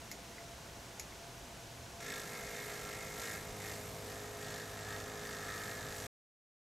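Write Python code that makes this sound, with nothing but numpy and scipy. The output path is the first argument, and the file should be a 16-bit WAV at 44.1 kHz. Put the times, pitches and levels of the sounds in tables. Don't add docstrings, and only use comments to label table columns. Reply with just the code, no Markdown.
import sys
import numpy as np
from scipy import signal
from scipy.fft import rfft, irfft, next_fast_len
from scipy.io import wavfile
from scipy.ndimage import map_coordinates

SR = 44100
rng = np.random.default_rng(int(sys.argv[2]) if len(sys.argv) > 2 else 0)


def decibels_to_gain(level_db):
    exponent = np.asarray(level_db, float) / 20
    return 10 ** exponent


def generate_wav(sig):
    pcm = np.round(np.clip(np.atleast_2d(sig).T, -1, 1) * 32767).astype(np.int16)
    wavfile.write(sys.argv[1], SR, pcm)


N = 297480
T = np.arange(N) / SR

# (frequency [Hz], density [dB per Hz])
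AIR_COLOUR = [(88, -37), (150, -3), (231, -3), (618, -5), (674, -10.5), (728, -7.5), (875, -5),
              (1500, -16.5), (1950, -44.5), (3300, -120)]
# (frequency [Hz], density [dB per Hz])
HISS_COLOUR = [(590, -26.5), (1000, -5), (1270, -5), (1450, 0), (1570, -1), (1910, -2.5), (2240, -2.5),
               (2400, -3), (4680, -5.5), (6170, -4), (9570, -11.5), (12900, -14.5), (15700, -23)]
# (frequency [Hz], density [dB per Hz])
RUMBLE_COLOUR = [(12, -31), (20, -10), (59, 2.5), (92, 0.5), (112, -10), (162, -6), (178, -10.5),
                 (200, -7.5), (260, -15.5), (440, -120)]
RUMBLE_DB = -59.5
# (time [s], rise [dB], length [s])
SWELLS = [(.17, 0.5, .06), (.69, 3, 0.12), (1.42, 4.5, 0.082), (1.65, 2, 0.039), (1.91, 2.5, 0.072),
          (2.83, 3, .05), (3.5, 7.5, .1), (3.75, 4.5, .05), (5.05, 2.5, 0.1), (5.88, 8.5, 0.036),
          (6.01, 5.5, .04)]
# (frequency [Hz], width [Hz], level [dB])
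MACHINE_TONES = [(681.3, 9.8, -60.5), (120.4, 4.1, -62.5), (502.6, 9, -74)]
# (time [s], pitch [Hz], level [dB])
ENGINE = [(2.9, 104, -72.5), (3.3, 103.5, -62.5), (3.6, 103.4, -55.5), (4.2, 103, -57), (4.9, 102.6, -55),
          (5.2, 102, -61), (6.1, 101.7, -55.5)]
# (frequency [Hz], correlation [0-1])
ALIKE = [(30, 1), (80, 1), (170, 0.98), (350, 0.95), (700, 0.75), (3000, 0.71), (5500, 0.93), (7500, 0.96),
         (9500, 0.64), (11300, 0.63), (11700, 0.99)]
# (frequency [Hz], t60 [s])
PORCH_T60 = [(200, 0.18), (2000, 0.12), (10000, 0.064)]
# (frequency [Hz], level [dB])
MIC_SHELF = [(13500, 0), (13900, -2), (15700, -2)]
MIC_TOP_HZ, MIC_LEAN_DB = 15780, -0.1
PORT_DB, PORT_HZ = -77.5, 90

# (time [s], peak [dB])
PRESSES = [
    (0.1135, -19.5),
    (0.9956, -19),
]
# (time [s], peak [dB], pitch [Hz])
RELEASES = [
    (0.3825, -38.5, 2060),
    (0.4075, -45.5, 2130),
    (1.1233, -41.5, 2130),
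]
# (frequency [Hz], width [Hz], level [dB])
SWITCH_MODES = [(2150, 260, -1), (4150, 500, -8), (5300, 900, -2), (6900, 450, 1), (10800, 800, -7),
                (12500, 1000, -10)]

STEP_HZ = 52.086
START_S, END_S = 2.0, 6.0678
# (time [s], lag [ms])
LAG = [(2.0, 4.3), (2.25, 5.2), (2.5, 5.7), (3.15, 6.3), (4.9, 6.8), (5.3, 7.2), (6.1, 8.0)]
# (multiple of the step rate [-], level [dB])
HUM_ORDERS = [(3, -62.5), (4, -64.5), (5, -65), (6, -72), (7, -73), (8, -56.5), (9, -60.5), (10, -61),
              (11, -72), (12, -63.5), (13, -67), (14, -69), (15, -69), (20, -70)]
# (frequency [Hz], density [dB per Hz])
WHIRR_COLOUR = [(76, -35), (130, -0.5), (357, -10.5), (417, -1.5), (568, -12), (682, -1), (1100, -8.5),
                (1300, -5), (1690, -32), (2860, -120)]
# (delay [ms], rail blow [dB], rattle [dB], rattle brightness [dB], tick [dB])
CONTACTS = [
    (0, -1, -3, 3, 1.5),
    (3.6, -2.5, -3, 8, -6),
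    (6.7, 2, -8.5, 1, -5),
    (9.9, -7, -9.5, 16.5, -15.5),
]
BLOW, RATTLE, BRIGHTNESS, TICK = 1, 2, 3, 4
# (time [s], first [dB], second [dB], third [dB])
REBOUNDS = [(2.0, 0, -9, -12), (2.22, 0, -8, -12), (2.3, -2, -1, -6), (3.9, -2, 0, -4), (4.35, -1, 0, -4),
            (4.5, -4, -6, -8), (5.3, -5, -7, -8), (5.45, -5, -5, -3), (6.1, -4, -6, -5)]

# (time [s], load [dB], play [dB])
LOAD = [(2.0, 0, -2.5), (2.3, 0, -1.5), (2.62, 1.5, .5), (2.94, 0, 0), (3.08, -2, -0.5), (3.5, -5, -0.5),
        (3.92, -11, 2), (4.16, -9, -2), (4.37, -8.5, 0.5), (4.7, -0.5, -2), (5.13, 0, -2.5),
        (5.4, 2.5, -1.5), (5.5, 5, 0), (5.9, 2, 0), (5.97, 1, 3.5), (6.06, 1.5, 2.5)]
# (start [s], length [s], extra load [dB])
BINDS = [
    (2.06, 0.15, 6),
    (2.42, .1, -0.5),
    (2.829, 0.12, 1),
    (3.181, 0.2, 6.5),
    (3.6, 0.16, 6),
    (4.03, 0.23, 4.5),
    (4.399, .22, 6),
    (4.861, 0.15, 4),
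    (5.226, 0.12, 3),
    (5.656, 0.095, 0.5),
]
BIND_EDGE_S = 0.018
BARREL_OUT_S, BARREL_SLIDE_S = 4.1, 0.17
FLUTTER_RATE = 8
# (level [dB], follows load [dB/dB], follows binding [dB/dB],
# follows play [dB/dB], change with the barrel out [dB], flutter [dB])
SHAKE = [(-0.5, 0.02, 0.23, 0.003, 0.3, 0)]
RINGS = [
    (-60.5, 1.1, .9, 0, 2, .8),
    (-57, 1.05, 1.15, 0, 2, .9),
    (-57.5, .9, .7, 0, -5, 1.2),
]
CHATTER = [
    (-54.5, 0.45, 0.67, 0.8, -0.5, 0.67),
    (-58, 0.96, 1.44, 0.03, 0, 0.4),
    (-59, 0.37, 0.6, 1.1, -1.1, 1.1),
]

# (frequency [Hz], density [dB per Hz])
DULL_COLOUR = [(1410, -8.5), (2400, -0.5), (3160, -4.5), (3610, -1.5), (4040, -3), (4310, -1.5),
               (4630, -2.5), (7750, 0), (9000, -13.5), (11700, -36.5), (19800, -120)]
# (frequency [Hz], density [dB per Hz])
BRIGHT_COLOUR = [(5000, -29.5), (8500, -2.5), (10500, -5), (12000, 0.5), (13200, -9), (14300, -9),
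                 (15700, -22.5)]
# (frequency [Hz], width [Hz], level [dB])
TEETH_MODES = [(2600, 400, -6), (3620, 240, 4), (4400, 500, -3), (5500, 900, -3), (7300, 1200, -6)]
# (frequency [Hz], width [Hz], level [dB])
PINION_MODE = [(5480, 60, 0)]
# (time [s], level [dB])
PINION_RING = [(2.0, -7), (2.3, -14), (3.0, -10.5), (3.5, -22.5), (6.1, -21)]

# (frequency [Hz], width [Hz], level [dB])
NEAR_END_MODES = [(1200, 180, -10), (1358, 46, 4)]
# (frequency [Hz], width [Hz], level [dB])
FAR_END_MODES = [(1240, 110, -6), (1300, 44, 0), (1390, 90, -12)]
# (frequency [Hz], width [Hz], level [dB])
MIDDLE_MODES = [(1500, 120, -12), (1592, 90, -4), (1725, 90, 0), (1870, 56, -1)]
# (frequency [Hz], width [Hz], level [dB])
HIGH_MODES = [(2030, 120, -4), (2145, 40, 4.5), (2255, 60, -7.5), (2480, 150, -9)]
# (time [s], travel [0-1])
TRAVEL = [(2.0, .03), (3.3, .05), (3.55, .9), (4.4, .93), (6.1, .97)]
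FAR_DB = -2.5
# (start [s], rise [s], fall [s], level [dB])
SING = (5.43, .025, .22, 6.5)
LOCKED_ORDERS = [33, 36]
LOCKED_DB = [-26, -31]
LOCK_HZ = 12


def unit(x):
    return x / np.sqrt(np.mean(x ** 2) + 1e-20)


def along(points, hz):
    f, v = np.transpose(points)
    return np.interp(np.log(hz + 1), np.log(f + 1), v)


def curves(rows):
    s, *cols = np.transpose(rows)
    return [np.interp(T, s, c) for c in cols]


def wobble(rate):
    knots = rng.standard_normal(int(N * rate / SR) + 4)
    return map_coordinates(knots, [T * rate])


def filtered(x, response):
    m = next_fast_len(N + SR // 2)
    return irfft(rfft(x, m) * response(np.fft.rfftfreq(m, 1 / SR)), m)[..., :N]


def resonant(x, modes):
    def response(f):
        total = 0
        for k, (centre, width, db) in enumerate(modes):
            damping = 1j * f * abs(width)
            total = total + (-1) ** k * decibels_to_gain(db) * damping / (centre * centre - f * f + damping)
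        return total
    return unit(filtered(x, response))


def coloured(x, spectrum):
    return unit(filtered(x, lambda hz: decibels_to_gain(along(spectrum, hz))))


def spread(mid, side):
    def shares(hz):
        turn = np.arccos(np.clip(along(ALIKE, hz), -1, 1)) / 2
        return np.array([np.cos(turn), np.sin(turn)])
    mid, side = filtered(np.array([mid, side]), shares)
    return np.array([mid + side, mid - side])


def rush(spectrum):
    return spread(*coloured(rng.standard_normal((2, N)), spectrum))


def air():
    return decibels_to_gain(-56.0 + 0.35 * wobble(1.9)) * rush(AIR_COLOUR) + decibels_to_gain(-54.5) * rush(HISS_COLOUR)


def traffic():
    swell_db = sum(db * np.exp(-((T - s) / length) ** 2) for s, db, length in SWELLS)
    return decibels_to_gain(RUMBLE_DB + swell_db) * rush(RUMBLE_COLOUR)


def machine():
    return sum(decibels_to_gain(db) * resonant(rng.standard_normal(N), [(hz, width, 0)])
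               for hz, width, db in MACHINE_TONES)


def engine():
    hz, db = curves(ENGINE)
    return np.sqrt(2) * decibels_to_gain(db + 1.2 * wobble(4.3)) * np.sin(2 * np.pi * np.cumsum(hz) / SR)


def ports():
    bass = lambda hz: (hz > 20) / (1 + (hz / PORT_HZ) ** 4)
    puff = decibels_to_gain(PORT_DB) * unit(filtered(rng.standard_normal(N), bass))
    return np.array([puff, -puff])


def porch(x):
    hz, t, z = signal.stft(rng.standard_normal((2, SR // 2)), SR, nperseg=256)
    decay = decibels_to_gain(-60 * t / along(PORCH_T60, hz)[:, None])
    tail = signal.istft(z * decay, SR, nperseg=256)[1]
    delayed = np.pad(x, (300, 0))[None]
    return signal.fftconvolve(delayed, tail / np.linalg.norm(tail[0]), axes=1)[:, :N]


def switch():
    strikes, ticks, t = np.zeros(N), np.zeros(N), np.arange(SR // 16) / SR
    snap = (t / 0.003) * np.exp(1 - (t / 0.0022) ** 2.1)
    bounce = (t > .0042) * (decibels_to_gain(-12.5 - 60 * (t - .0042) / .03) + decibels_to_gain(-13.0 - 60 * t / 0.16))
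    for s, db in PRESSES:
        strike = decibels_to_gain(db + 25) * (snap + bounce) * rng.standard_normal(len(t))
        strikes[round(s * SR):][:len(t)] += strike
    for s, db, hz in RELEASES:
        tick = decibels_to_gain(db - 3.0 - 60 * t / 0.022) * np.sin(2 * np.pi * hz * t)
        ticks[round(s * SR):][:len(t)] += tick
    return decibels_to_gain(-67.5) * resonant(strikes, SWITCH_MODES) + ticks


def turns():
    return STEP_HZ * (T - START_S - curves(LAG)[0] / 1000)


def loaded(table):
    load_db, play_db = curves(LOAD)
    step = lambda s, width: (1 + np.tanh((T - s) / abs(width))) / 2
    bind_db = sum(db * (step(s, BIND_EDGE_S) - step(s + length, BIND_EDGE_S)) for s, length, db in BINDS)
    controls = np.array([load_db, bind_db, play_db, step(BARREL_OUT_S, BARREL_SLIDE_S)])
    return [decibels_to_gain(db + np.dot(follows, controls) + flutter_db * wobble(FLUTTER_RATE))
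            for db, *follows, flutter_db in table]


def orders(table, unsteady_db):
    total = np.zeros(N)
    for k, db in table:
        level = np.sqrt(2) * decibels_to_gain(db + unsteady_db * wobble(3.96))
        cycles = k * turns() + 0.056 * wobble(4.8) + rng.uniform()
        total += level * np.sin(2 * np.pi * cycles)
    return total


def hum():
    build_up = 1 - np.exp(-np.maximum(T - START_S, 0) / 0.045)
    shake = loaded(SHAKE)[0] * orders(HUM_ORDERS, unsteady_db=1.5)
    whirr = decibels_to_gain(-56) * coloured(rng.standard_normal(N), WHIRR_COLOUR)
    return build_up * (shake + whirr)


def contacts(columns, jitter_ms, scatter_db):
    steps = np.flatnonzero(np.diff(np.floor(np.maximum(turns(), -.5))) > 0)
    table = np.array(CONTACTS)
    chance = rng.standard_normal((2, len(steps), len(table)))
    at = steps[:, None] + (table[:, 0] + jitter_ms * chance[0]) * SR / 1000
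    rebound_db = np.transpose([np.zeros(N)] + curves(REBOUNDS))[steps]
    size = decibels_to_gain(table[:, columns].sum(1) + rebound_db + scatter_db * chance[1])
    return np.bincount(np.round(at).astype(int).ravel(), size.ravel(), N + SR)[:N]


def bursts(blows, t60, rest):
    flare = signal.fftconvolve(blows, decibels_to_gain(-60 * np.arange(SR // 20) / SR / t60))[:N]
    return (flare + rest) * rng.standard_normal(N)


def rattle():
    dull_gain, tick_gain, bright_gain = loaded(CHATTER)
    blows = contacts([TICK], jitter_ms=.03, scatter_db=1.3)
    pinion = decibels_to_gain(curves(PINION_RING)[0] + 3) * resonant(blows, PINION_MODE)
    ticks = resonant(blows, TEETH_MODES) + pinion
    ticks = filtered(ticks, lambda hz: 1 / (1 + 1j * hz / 8500) ** 3 * (1j * hz / (2200 + 1j * hz)) ** 2)
    dull_blows = contacts([RATTLE], jitter_ms=.1, scatter_db=1.5)
    dull = coloured(bursts(dull_blows, t60=0.0097, rest=0.2), DULL_COLOUR)
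    bright_blows = contacts([RATTLE, BRIGHTNESS], jitter_ms=0.098, scatter_db=1.0)
    bright = coloured(bursts(bright_blows, t60=0.019, rest=0.39), BRIGHT_COLOUR)
    return dull_gain * dull + tick_gain * ticks + bright_gain * bright


def rail():
    low_gain, middle_gain, high_gain = loaded(RINGS)
    travel = np.clip(curves(TRAVEL)[0], 0, 1)
    blows = contacts([BLOW], jitter_ms=0.063, scatter_db=0.0)
    drive = unit(blows) + .55 * unit(bursts(blows, t60=0.046, rest=0.14))
    locked = sum(decibels_to_gain(db) * resonant(blows, [(k * STEP_HZ, LOCK_HZ, 0)])
                 for k, db in zip(LOCKED_ORDERS, LOCKED_DB))
    near, far, high = [resonant(drive, modes) for modes in (NEAR_END_MODES, FAR_END_MODES, HIGH_MODES)]
    middle = resonant(drive + locked, MIDDLE_MODES)
    start, rise, fall, sing_db = SING
    since = np.maximum(T - start, 0)
    swell = decibels_to_gain(FAR_DB + sing_db * (1.5 - np.exp(-since / rise)) * np.exp(-since / fall))
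    low = np.sqrt(1 - travel) * near + np.sqrt(travel) * swell * far
    return low_gain * low + middle_gain * middle + high_gain * high


def scene():
    distant = air() + traffic() + machine() + engine()
    running = np.clip((T - START_S) / 0.0043, 0, 1)
    knocks = running * (rail() + rattle()) + switch()
    frame = hum()
    across = porch(knocks + frame)[1]
    middle = frame + knocks + decibels_to_gain(-10.5) * porch(knocks)[0]
    side = decibels_to_gain(-11.5) * across - decibels_to_gain(-23.5) * middle
    return spread(middle, side) + distant + ports()


def roll_off(x):
    return signal.sosfilt(signal.butter(12, 16230, fs=SR, output="sos"), x)


def record(dry):
    leaning = dry * decibels_to_gain([[MIC_LEAN_DB], [-MIC_LEAN_DB]])
    limited = filtered(leaning, lambda hz: decibels_to_gain(along(MIC_SHELF, hz)) * (hz < MIC_TOP_HZ))
    return roll_off(limited * (np.arange(N) < END_S * SR))


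dry = scene()
out = record(dry)
generate_wav(out)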